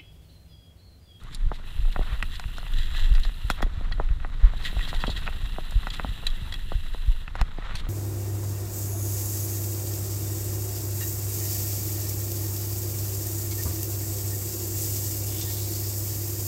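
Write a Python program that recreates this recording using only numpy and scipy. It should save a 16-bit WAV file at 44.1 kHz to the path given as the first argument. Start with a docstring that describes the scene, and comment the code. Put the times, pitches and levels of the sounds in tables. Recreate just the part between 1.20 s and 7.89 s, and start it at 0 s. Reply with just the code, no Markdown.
"""A mountain bike rides down a rough dirt trail, heard from a camera worn on the rider's chest.
Tyres crunch and leaves brush past, each a sum of many tiny impacts. The shaken camera rumbles, sways,
and thumps evenly three times a second. While the pedals rest, the freehub's pawls whirr over their
ratchet and the slack chain jingles. Blows send bending waves through the frame as knocks, the chain
and fittings ring in damped modes, and the fork clunks at heavy hits."""
import sys
import numpy as np
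from scipy import signal
from scipy.fft import rfft, irfft
from scipy.io import wavfile
from scipy.ndimage import uniform_filter1d

SR = 44100
rng = np.random.default_rng(int(sys.argv[2]) if len(sys.argv) > 2 else 0)


def generate_wav(signal):
    """Clip the signal to [-1, 1] and save it as 16-bit WAV at the path in sys.argv[1]."""
    frames = np.transpose(np.atleast_2d(signal))
    scaled = np.clip(frames, -1, 1) * 32767
    pcm = np.round(scaled).astype(np.int16)
    wavfile.write(sys.argv[1], SR, pcm)


N = 295029
TIME = np.arange(N) / SR

# how hard the bike runs over the ground: time_s, level_db
GROUND = [(0.0, -55.5), (0.58, -58.5), (0.95, -57), (1.25, -57), (1.9, -52), (2.08, -57), (2.31, -55),
          (2.63, -53), (2.98, -56), (3.61, -49.5), (4.32, -55), (4.79, -52.5), (5.65, -57.5), (6.18, -57),
          (6.54, -52.5), (6.69, -51.5)]
# spans in which the pedals rest: start_s, end_s, rise_s, fall_s, slack_jingle_db
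COASTING = [(0.425, 2.414, 0.048, 0.056, -57.5), (3.3, 6.09, 0.15, 0.12, -55)]
# blows to the frame: start_s, level_db, pitch_hz
KNOCKS = [(0.316, -21.5, 654), (0.398, -45.5, 557), (0.44, -42, 1700), (0.653, -39.5, 730),
          (0.682, -42, 770), (0.761, -20.5, 960), (0.792, -25, 430), (0.812, -29.5, 550),
          (1.002, -35, 1310), (1.025, -16, 1960), (1.196, -29, 1424), (1.239, -30.5, 2010),
          (1.382, -31, 930), (1.429, -35.5, 950), (1.465, -33.5, 1500), (1.748, -28.5, 1930),
          (1.98, -32, 1600), (2.05, -32, 1110), (2.093, -36.5, 1310), (2.3, -14.5, 1353), (2.405, -29, 870),
          (2.426, -18.5, 1034), (2.464, -36.5, 430), (2.61, -34.5, 510), (2.714, -36, 600),
          (2.783, -39.5, 450), (2.7989, -17, 670), (2.888, -34, 2070), (3.001, -38, 1590),
          (3.047, -24.5, 1030), (3.335, -32, 700), (3.528, -37.5, 435), (3.567, -32, 610),
          (3.592, -28, 1910), (3.675, -34, 900), (3.729, -25.5, 860), (3.74, -29.5, 1190),
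          (3.838, -17, 1110), (3.879, -25.5, 420), (3.894, -28.5, 664), (4.076, -19.5, 1730),
          (4.086, -30.5, 700), (4.361, -35, 1720), (4.384, -23.5, 610), (4.522, -36, 740),
          (4.669, -21, 1110), (4.796, -19.5, 1110), (4.846, -21.5, 710), (5.027, -38, 910),
          (5.035, -35.5, 690), (5.519, -24.5, 620), (5.746, -30.5, 614), (6.078, -26, 1870),
          (6.153, -25, 1020), (6.213, -19.5, 1280), (6.385, -31, 436), (6.424, -34, 1290),
          (6.509, -29, 1270), (6.667, -36.5, 900)]


def amp(db):
    """Amplitude ratio of a level in decibels."""
    return 10 ** (np.asarray(db) / 20)


def unit_rms(x):
    """Normalisation to rms 1."""
    return x / np.sqrt(np.mean(x ** 2) + 1e-20)


def unit_in_band(x, low_hz, high_hz):
    """Normalisation to rms 1 within one frequency band."""
    hz = np.fft.rfftfreq(N, 1 / SR)
    return x / np.std(irfft(rfft(x) * ((hz > low_hz) & (hz < high_hz))))


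def add(mix, start_s, sound):
    """Superposition: a sound joins the mix at its start time."""
    part = mix[max(round(start_s * SR), 0):][:len(sound)]
    part += sound[:len(part)]


def band(x, low_hz, high_hz):
    """Butterworth band-pass filter."""
    return signal.sosfilt(signal.butter(2, [low_hz, high_hz], "band", fs=SR, output="sos"), x)


def coloured(x, spectrum, size=16384):
    """Minimum-phase filter with a spectrum given as rows of frequency_hz, gain_db."""
    hz, db = np.transpose(spectrum)
    bins_hz = abs(np.fft.fftfreq(size, 1 / SR))
    log_gain = np.log(amp(np.interp(np.log(bins_hz + 1), np.log(hz + 1), db)) + 1e-6)
    response = np.fft.ifft(np.exp(np.conj(signal.hilbert(log_gain)))).real
    return signal.oaconvolve(x, response[:size // 2])[:N]


def level(curve):
    """Amplitude envelope interpolated through rows of time_s, level_db."""
    time_s, db = np.transpose(curve)
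    return amp(np.interp(TIME, time_s, db))


def swell(surges):
    """Amplitude envelope as a sum of Gaussian surges."""
    return sum(amp(db) * np.exp(-(2 * (TIME - centre) / length) ** 2) for centre, db, length in surges)


def ground_drive(exponent):
    """Power law: a gain near 1 that follows the run over the ground."""
    return unit_rms(level(GROUND)) ** exponent


def coasting(start_s, end_s, rise_s, fall_s):
    """Trapezoidal gate: 1 while the pedals rest, 0 while they drive."""
    return np.clip(np.minimum((TIME - start_s) / rise_s, (end_s - TIME) / fall_s), 0, 1)


def wander(top_hz):
    """Slow random fluctuation: low-passed noise of rms 1."""
    slow = np.fft.rfftfreq(N, 1 / SR) < top_hz
    return unit_rms(irfft(rfft(rng.standard_normal(N)) * slow, N))


def grains(per_s, spread_db):
    """Poisson process of clicks, mostly small, a few large; rms 1."""
    size = amp(spread_db * np.minimum(rng.exponential(1, N), 4.5))
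    return unit_rms(size * rng.choice([-1, 1], N) * (rng.random(N) < per_s / SR))


def ring(modes, t, weights):
    """Free vibration: a weighted sum of decaying modes in random polarity."""
    weights = weights * rng.choice([-1, 1], len(modes))
    return sum(weight * amp(db - 60 * t / t60) * np.sin(2 * np.pi * hz * t)
               for weight, (hz, db, t60) in zip(weights, modes))


def thud(hz, decay_s):
    """A heavily damped oscillator gives one dull push; peak 1."""
    t = np.arange(SR // 12) / SR
    sound = np.sin(2 * np.pi * hz * t) * np.exp(-t / decay_s) * (1 - np.exp(-t * hz))
    return sound / sound.max()


def rocking(blows, rise_s=0.013, decay_s=0.024):
    """Envelope of damped motion: the camera rocks on briefly after each blow (start_s, level_db)."""
    out, t = np.zeros(N), np.arange(SR) / SR
    for start_s, db in blows:
        add(out, start_s, amp(db) * np.minimum(t / rise_s, 1) * np.exp(-t / decay_s))
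    return out


def camera(first_thump_s=0.2555, period_s=0.3305, crest_s=0.018, settle_hz=28, glide_s=0.032):
    """Forced vibration: the camera rumbles, and its mount thumps evenly, perhaps to the rider's pulse."""
    # spectrum of the rumble: frequency_hz, gain_db
    spectrum = [(9, -36), (15, 3), (30, 1.5), (42, -11), (58, -13), (85, -17), (130, -61.5), (300, -97),
                (600, -100)]
    # continuous shaking: time_s, level_db
    shake = [(0.0, -44), (0.8, -33), (1.04, -31), (1.23, -39), (1.73, -29.5), (1.93, -31), (2.25, -38.5),
             (2.76, -31), (4.55, -34), (5.07, -42), (5.5, -32), (5.85, -31), (6.07, -38.5), (6.69, -32)]
    # each thump in turn, the second of every four the strongest: level_db
    thumps_db = [-19.5, -12.5, -18, -23, -21.5, -5.5, -18, -20, -13, -3.5, -13.5, -21, -24.5, -7.5, -19.5,
                 -29, -18, -6, -11, -30]
    rumble = coloured(rng.standard_normal(N), spectrum)
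    rumble /= np.sqrt(uniform_filter1d(rumble ** 2, size=3000) + 1e-20)  # hold its running rms at 1
    thumps = [(first_thump_s + k * period_s, db) for k, db in enumerate(thumps_db)]
    rock = np.hypot(amp(-8.5) * rocking(thumps), amp(-3.5) * rocking(row[:2] for row in KNOCKS))
    out = np.hypot(amp(5) * level(shake), rock) * rumble
    t = np.arange(SR // 3) / SR
    push = (t / crest_s * np.exp(1 - t / crest_s)) ** 2.5
    for start_s, db in thumps:
        start_hz = 47.9 * 2 ** (-(db + 11.5) / 28.5)  # an octave deeper for every 28.5 dB harder
        turns = np.cumsum(settle_hz + (start_hz - settle_hz) * np.exp(-t / glide_s)) / SR
        add(out, start_s, amp(db - 1) * push * np.sin(2 * np.pi * turns))
        add(out, start_s + 0.0062, amp(-31) * thud(hz=101, decay_s=0.0074))
    return out


def tyres(drone_db=-53, twig_db=-14):
    """Shot noise: grit and leaves crackle under the tread, twigs snap, and knobs drum on the dirt."""
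    # spectra of the crunch and of the knobs' drone: frequency_hz, gain_db
    crunch_spectrum = [(200, -20), (500, -3.5), (740, -1), (1050, 1.5), (1400, 3.5), (1650, 0), (1930, 2),
                       (2300, -5), (3900, -5.5), (4900, -20), (8000, -28.5), (15000, -59)]
    drone_spectrum = [(40, -16), (110, 9), (190, 0), (300, -8.5), (500, -17.5), (900, -46.5), (3000, -27),
                      (8000, -80)]
    # sideways scuffs: centre_s, level_db, length_s
    scuffs = [(0.822, -49.5, 0.022), (0.913, -45, 0.15), (1.795, -46.5, 0.04), (2.39, -53, 0.096),
              (3.26, -47.5, 0.084), (4.071, -38, 0.012), (6.194, -46, 0.096), (6.48, -47, 0.24)]
    grip = np.hypot(amp(-1) * level(GROUND), swell(scuffs))
    grit = (grains(per_s=1100, spread_db=1) + rng.standard_normal(N)) * amp(2.96 * wander(35))
    knobs = grains(per_s=450, spread_db=3) * ground_drive(0.84)
    twigs = amp(twig_db) * grains(per_s=35, spread_db=3.5)
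    crunch = unit_in_band(coloured(unit_rms(grit) + twigs, crunch_spectrum), 640, 1680)
    drone = unit_in_band(coloured(knobs, drone_spectrum), 151, 340)
    return grip * crunch + amp(drone_db) * drone


def ticks(low_hz, high_hz, decay_cycles, per_s, pitches=30):
    """Sparse random impacts excite a bank of damped resonators; rms 1."""
    out, t = np.zeros(N), np.arange(SR // 20) / SR
    for hz in np.geomspace(low_hz, high_hz, pitches):
        hits = (rng.random(N) < per_s / pitches / SR) * amp(4 * np.minimum(rng.exponential(1, N), 3))
        tick = np.sin(2 * np.pi * hz * t) * np.exp(-t * hz / decay_cycles)
        out += signal.oaconvolve(hits, tick)[:N]
    return unit_rms(out)


def small_impacts():
    """Small bodies ring high and briefly: pebbles and dry leaves under the tyres, and slack links."""
    pebbles = amp(-8) * ticks(890, 2040, decay_cycles=8.2, per_s=60)
    leaves = amp(-21) * ticks(4500, 11000, decay_cycles=6.6, per_s=98)
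    links = amp(-58) * ticks(2584, 4280, decay_cycles=9.8, per_s=59)
    slack = sum(coasting(*span) for *span, _ in COASTING)
    return level(GROUND) * (pebbles + leaves) + slack * ground_drive(0.8) * links


def hiss(db=-67.5):
    """Stationary filtered noise makes a soft, even hiss."""
    # spectrum of the hiss: frequency_hz, gain_db
    spectrum = [(1000, -7), (3900, 11.5), (4900, 0.5), (6200, -1), (7500, 0.5), (8800, -2.5), (12000, -3),
                (15500, -12)]
    return amp(db) * unit_in_band(coloured(rng.standard_normal(N), spectrum), 3950, 18000)


def chain(taut_db=-61, snap_boost_db=15):
    """Colliding links: the chain jingles, most when slack, shakes in flurries and strikes steel."""
    # resonances of the links: frequency_hz, gain_db
    spectrum = [(1000, -30), (1700, -3), (1920, 1), (2250, -19.5), (2750, -5), (3050, -5), (3350, 0.5),
                (3620, -2), (3950, 1), (4400, -15), (5000, -20), (6500, -23), (7200, -18), (7520, -13.5),
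                (7900, -25), (15000, -28)]
    # flurries of coarser hits: centre_s, level_db, length_s
    flurries = [(1.14, -44, 0.06), (1.538, -41, 0.0073), (1.61, -45, 0.14), (1.785, -40.5, 0.12),
                (1.845, -48, 0.045), (2.05, -47.5, 0.084), (3.462, -37, 0.033), (3.53, -48, 0.02),
                (3.645, -46, 0.022), (3.695, -43, 0.024), (3.82, -44, 0.036), (3.915, -45, 0.027),
                (3.975, -41, 0.031)]
    # strikes on steel: start_s, peak_db, decay_s, snap_db, place_fraction, tilt_db_per_octave
    strikes = [(0.1469, -29.5, 0.0066, -23, 0.28, 14), (1.586, -30, 0.0047, -26, 0.18, 2),
               (1.95, -28, 0.01, -21, 0.21, -8), (2.034, -27.5, 0.014, -28, 0.13, 2),
               (2.307, -24, 0.0071, -12, 0.2, 0), (2.4202, -27.5, 0.0092, -12, 0.22, -7),
               (2.7215, -24, 0.0046, -46, 0.26, -8), (3.4488, -25.5, 0.022, -18, 0.27, -19),
               (3.609, -28, 0.0028, -30, 0.47, -22), (3.627, -30.5, 0.018, -28, 0.15, -4),
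               (3.763, -30, 0.0037, -22, 0.19, 0), (3.802, -32, 0.02, -24, 0.24, -3),
               (3.867, -25, 0.014, -26, 0.17, -4), (3.9004, -26.5, 0.015, -26, 0.15, 0.5),
               (3.963, -30, 0.013, -30, 0.2, -7), (4.059, -34, 0.0024, -26, 0.18, 0),
               (4.7023, -24.5, 0.0048, -24, 0.22, 1), (5.0673, -14.5, 0.0065, -16.5, 0.19, -0.5),
               (5.102, -30.5, 0.0025, -33, 0.07, 2), (5.3234, -23.5, 0.0029, -19, 0.21, -4),
               (5.3402, -22.5, 0.0028, -13, 0.21, -10.5), (6.553, -26, 0.0058, -10, 0.24, 9)]
    links = grains(per_s=2200, spread_db=3) * amp(2.16 * wander(39))
    jingle = unit_in_band(coloured(links, spectrum), 2800, 5200)
    slack = sum(amp(db) * coasting(*span) for *span, db in COASTING)
    out = (amp(taut_db) + slack) * ground_drive(0.84) * jingle
    slaps = grains(per_s=1100, spread_db=2.5)
    out += amp(0.5) * swell(flurries) * unit_in_band(coloured(slaps, spectrum), 2800, 5200)
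    for start_s, db, decay_s, snap_db, place, tilt in strikes:
        add(out, start_s, amp(db) * clink(decay_s, snap_db + snap_boost_db, place, tilt))
    return out


def taps(per_s=22, candidates=240):
    """Random excitation: cables and small parts tap, harder on rough ground."""
    out, roughness = np.zeros(N), level(GROUND)
    for chance, size, pitch, when in zip(*rng.random((4, candidates))):
        sound = bending_pulse(420 * 4 ** pitch)
        if chance < per_s * TIME[-1] / candidates:
            gain = amp(7 + 5 * np.log(size + 0.018)) * roughness[int(when * N)]
            add(out, when * TIME[-1], gain * sound)
    return out


def clack(ring_db, snap_db, snap_decay_s=0.0015):
    """Impulse response: one hard contact gives a dry snap and rings the metal fittings."""
    # modes of the fittings: frequency_hz, level_db, t60_s
    modes = [(720, -6, 0.031), (1423, 7, 0.015), (1890, 1, 0.027), (2430, -20, 0.023), (3630, -1.5, 0.0089),
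             (4130, 0.5, 0.015), (5120, -3.5, 0.017), (7000, -9.5, 0.019), (9500, -33, 0.0042)]
    t = np.arange(SR // 20) / SR
    tone = ring(modes, t, weights=1)
    snap = band(rng.standard_normal(len(t)) * np.exp(-t / snap_decay_s), 2500, 11000)
    return amp(ring_db) * tone / abs(tone).max() + amp(snap_db) * snap / abs(snap).max()


def knocks():
    """Knocks, coloured by hollow resonances of the camera's housing and mount, with thuds and clacks."""
    # resonances of the camera's housing and mount: frequency_hz, gain_db
    housing = [(100, 7), (300, 3.5), (440, 0.5), (640, 0.5), (735, 3), (850, -1), (1050, -1.5), (1400, 1.5),
               (1680, -4.5), (1910, 3), (2270, -8), (2600, 3), (4000, -23), (4900, -7), (5700, -24)]
    # contacts of the fittings, mostly at a knock: start_s, ring_peak_db, snap_peak_db
    clacks = [(0.036, -43, -43.5), (0.147, -49, -29), (1.0273, -23.5, -31), (1.197, -22, -28.5),
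              (1.383, -27.5, -39), (1.939, -36, -40), (1.999, -43, -35.5), (2.052, -28, -49),
              (2.3012, -14, -22), (2.426, -28, -33.5), (4.509, -34, -36), (4.671, -32, -43),
              (5.0682, -28, -23), (6.155, -34, -49), (6.163, -49, -45), (6.2138, -17, -28.5)]
    blows, direct = taps(), np.zeros(N)
    for start_s, db, hz in KNOCKS:
        add(blows, start_s - 0.001097, amp(db + 2) * bending_pulse(hz))  # lands just before it is heard
        thud_db = db - 9.5 - 6.5 * np.log2(hz / 684)  # a soft, low blow carries more thud
        add(direct, start_s, amp(thud_db) * thud(hz=158.6, decay_s=0.003))
    for start_s, ring_db, snap_db in clacks:
        add(direct, start_s, clack(ring_db, snap_db))
    return coloured(blows, housing) + direct


def brushing_leaves():
    """Dense tiny impacts merge into dry swishes as leaves and stalks sweep the bike."""
    # swishes: centre_s, level_db, length_s
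    swishes = [(0.134, -44.5, 0.021), (0.352, -46.5, 0.042), (0.727, -43.5, 0.015), (1.125, -50, 0.029),
               (1.16, -42, 0.019), (1.373, -41.5, 0.0089), (3.43, -43.5, 0.022), (3.464, -40.5, 0.044),
               (3.695, -38, 0.032), (3.748, -40.5, 0.018), (3.98, -44, 0.042), (4.742, -36.5, 0.018),
               (4.77, -47, 0.0085), (6.57, -42, 0.028), (6.597, -41, 0.026)]
    # spectrum of the leaves: frequency_hz, gain_db
    spectrum = [(700, -26), (1900, 4), (2400, -0.5), (3900, 8.5), (5000, -4.5), (6300, -11), (7500, -8.5),
                (10500, -16), (15000, -21)]
    return swell(swishes) * unit_rms(coloured(grains(per_s=3000, spread_db=3), spectrum))


def clink(decay_s, snap_db, place, tilt_db_per_octave, contact_chance=0.21):
    """Modal excitation: dying chatter rings steel, sparing modes with a node where it strikes; peak 1."""
    # modes of the drivetrain: frequency_hz, level_db, t60_s
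    modes = [(1922, -7.5, 0.033), (2630, -12, 0.021), (3327, -0.5, 0.028), (3900, 8, 0.013),
             (4050, -0.5, 0.013), (4530, 0.5, 0.0073), (5230, -23, 0.0046), (7300, -15.5, 0.022),
             (9200, -18, 0.0077), (10400, -47, 0.02)]
    t = np.arange(SR // 10) / SR
    contacts = rng.choice([-1, 1], len(t)) * (rng.random(len(t)) < contact_chance) * np.exp(-t / decay_s)
    shapes = np.sin(np.pi * place * (1 + np.arange(len(modes))))
    hardness = amp(tilt_db_per_octave * np.log2(np.array(modes)[:, 0] / 3600))  # harder rings higher
    tone = ring(modes, t, shapes * hardness)
    snap = amp(snap_db) * band(rng.standard_normal(len(t)) * np.exp(-t / 0.00086), 740, 9500)
    sound = signal.fftconvolve(contacts, tone + snap)[:len(t)]
    return sound / abs(sound).max()


def swaying(sway_hz=22, unsteadiness=0.2486):
    """Low-frequency oscillation: the camera swings on its straps through each dip in the trail."""
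    # dips: centre_s, peak_db, length_s
    dips = [(0.25, -17, 0.14), (0.655, -14.5, 0.14), (0.79, -16.5, 0.076), (1.57, -18, 0.14),
            (1.82, -13.5, 0.15), (1.96, -10, 0.11), (2.075, -11, 0.043), (2.455, -13.5, 0.058),
            (2.66, -24, 0.094), (2.81, -16, 0.17), (3.3, -15, 0.056), (3.76, -16, 0.061),
            (5.11, -17.5, 0.15), (5.94, -18.5, 0.055)]
    turns = np.cumsum(sway_hz * (1 + unsteadiness * wander(14))) / SR
    return swell(dips) * np.sin(2 * np.pi * turns)


def bending_pulse(pitch_hz, travel_s=0.002606, echo_db=-31, echo_decay_s=0.0082):
    """Dispersion: high bending waves run faster along the frame, so a knock's pitch drops; peak 1."""
    t = np.arange(2048) / SR
    hz = np.fft.rfftfreq(len(t), 1 / SR)
    magnitude = (hz / pitch_hz * np.exp(1 - hz / pitch_hz)) ** 2.5
    lag_turns = 2 * travel_s * np.sqrt(hz * pitch_hz)  # wave speed grows with the root of frequency
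    blow = irfft(magnitude * np.exp(-2j * np.pi * lag_turns), len(t))
    # joints and loose parts reflect the pulse
    echoes = amp(echo_db) * rng.standard_normal(len(t)) * np.exp(-t / echo_decay_s)
    sound = blow + signal.fftconvolve(blow, echoes)[:len(t)]
    return sound / abs(sound).max()


def freehub(teeth_per_s=340, db=-62, scrape=0.3):
    """Modulated noise: pawls slide up each ratchet tooth and drop off, as the wheel speed wavers."""
    # resonances of the pawls: frequency_hz, gain_db
    spectrum = [(700, -13), (1900, -7), (2300, -11), (2720, 8), (3100, 2), (3650, 0), (4000, 4),
                (4400, -10), (6300, -18), (7100, -19), (7550, -8), (8000, -13.5), (8800, -14.5),
                (9550, -6.5), (10000, -12.5), (10500, -9), (11400, -14.5), (13600, -8.5), (14100, -18),
                (15200, -11)]
    teeth = np.cumsum(teeth_per_s * (1 + 0.052 * wander(4.8))) / SR
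    tooth_envelope = scrape + np.exp(-(teeth % 1) / 1.1)
    drops = tooth_envelope * rng.standard_normal(N) * amp(1.9 * wander(130))
    whirr = unit_in_band(coloured(drops, spectrum), 7000, 13700)
    freewheeling = sum(coasting(*span) for *span, _ in COASTING)
    return amp(db) * freewheeling * ground_drive(0.32) * whirr


def fork():
    """Heavy damping: the fork takes the weight with a dull clunk when a wheel hits a root or rock."""
    # jolts: start_s, peak_db
    jolts = [(1.028, -31), (2.302, -27), (2.429, -20), (3.84, -31), (3.884, -25), (4.847, -24.5),
             (6.214, -34), (6.229, -38)]
    out = np.zeros(N)
    for start_s, db in jolts:
        add(out, start_s, amp(db) * thud(hz=235, decay_s=0.0019))
    return out


def scene():
    """Free field: in the open forest the close sources add without reverberation, in one channel."""
    mix = camera() + swaying() + tyres() + small_impacts() + brushing_leaves()
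    return (mix + freehub() + chain() + knocks() + fork() + hiss())[None]


def record(dry, edge_hz=15350):
    """Band limit: a linear-phase low-pass filter removes the highest treble."""
    low_pass = signal.firwin(301, edge_hz, window=("kaiser", 9), fs=SR)
    return signal.oaconvolve(dry, low_pass[None], "same", axes=1)


dry = scene()
out = record(dry)
generate_wav(out)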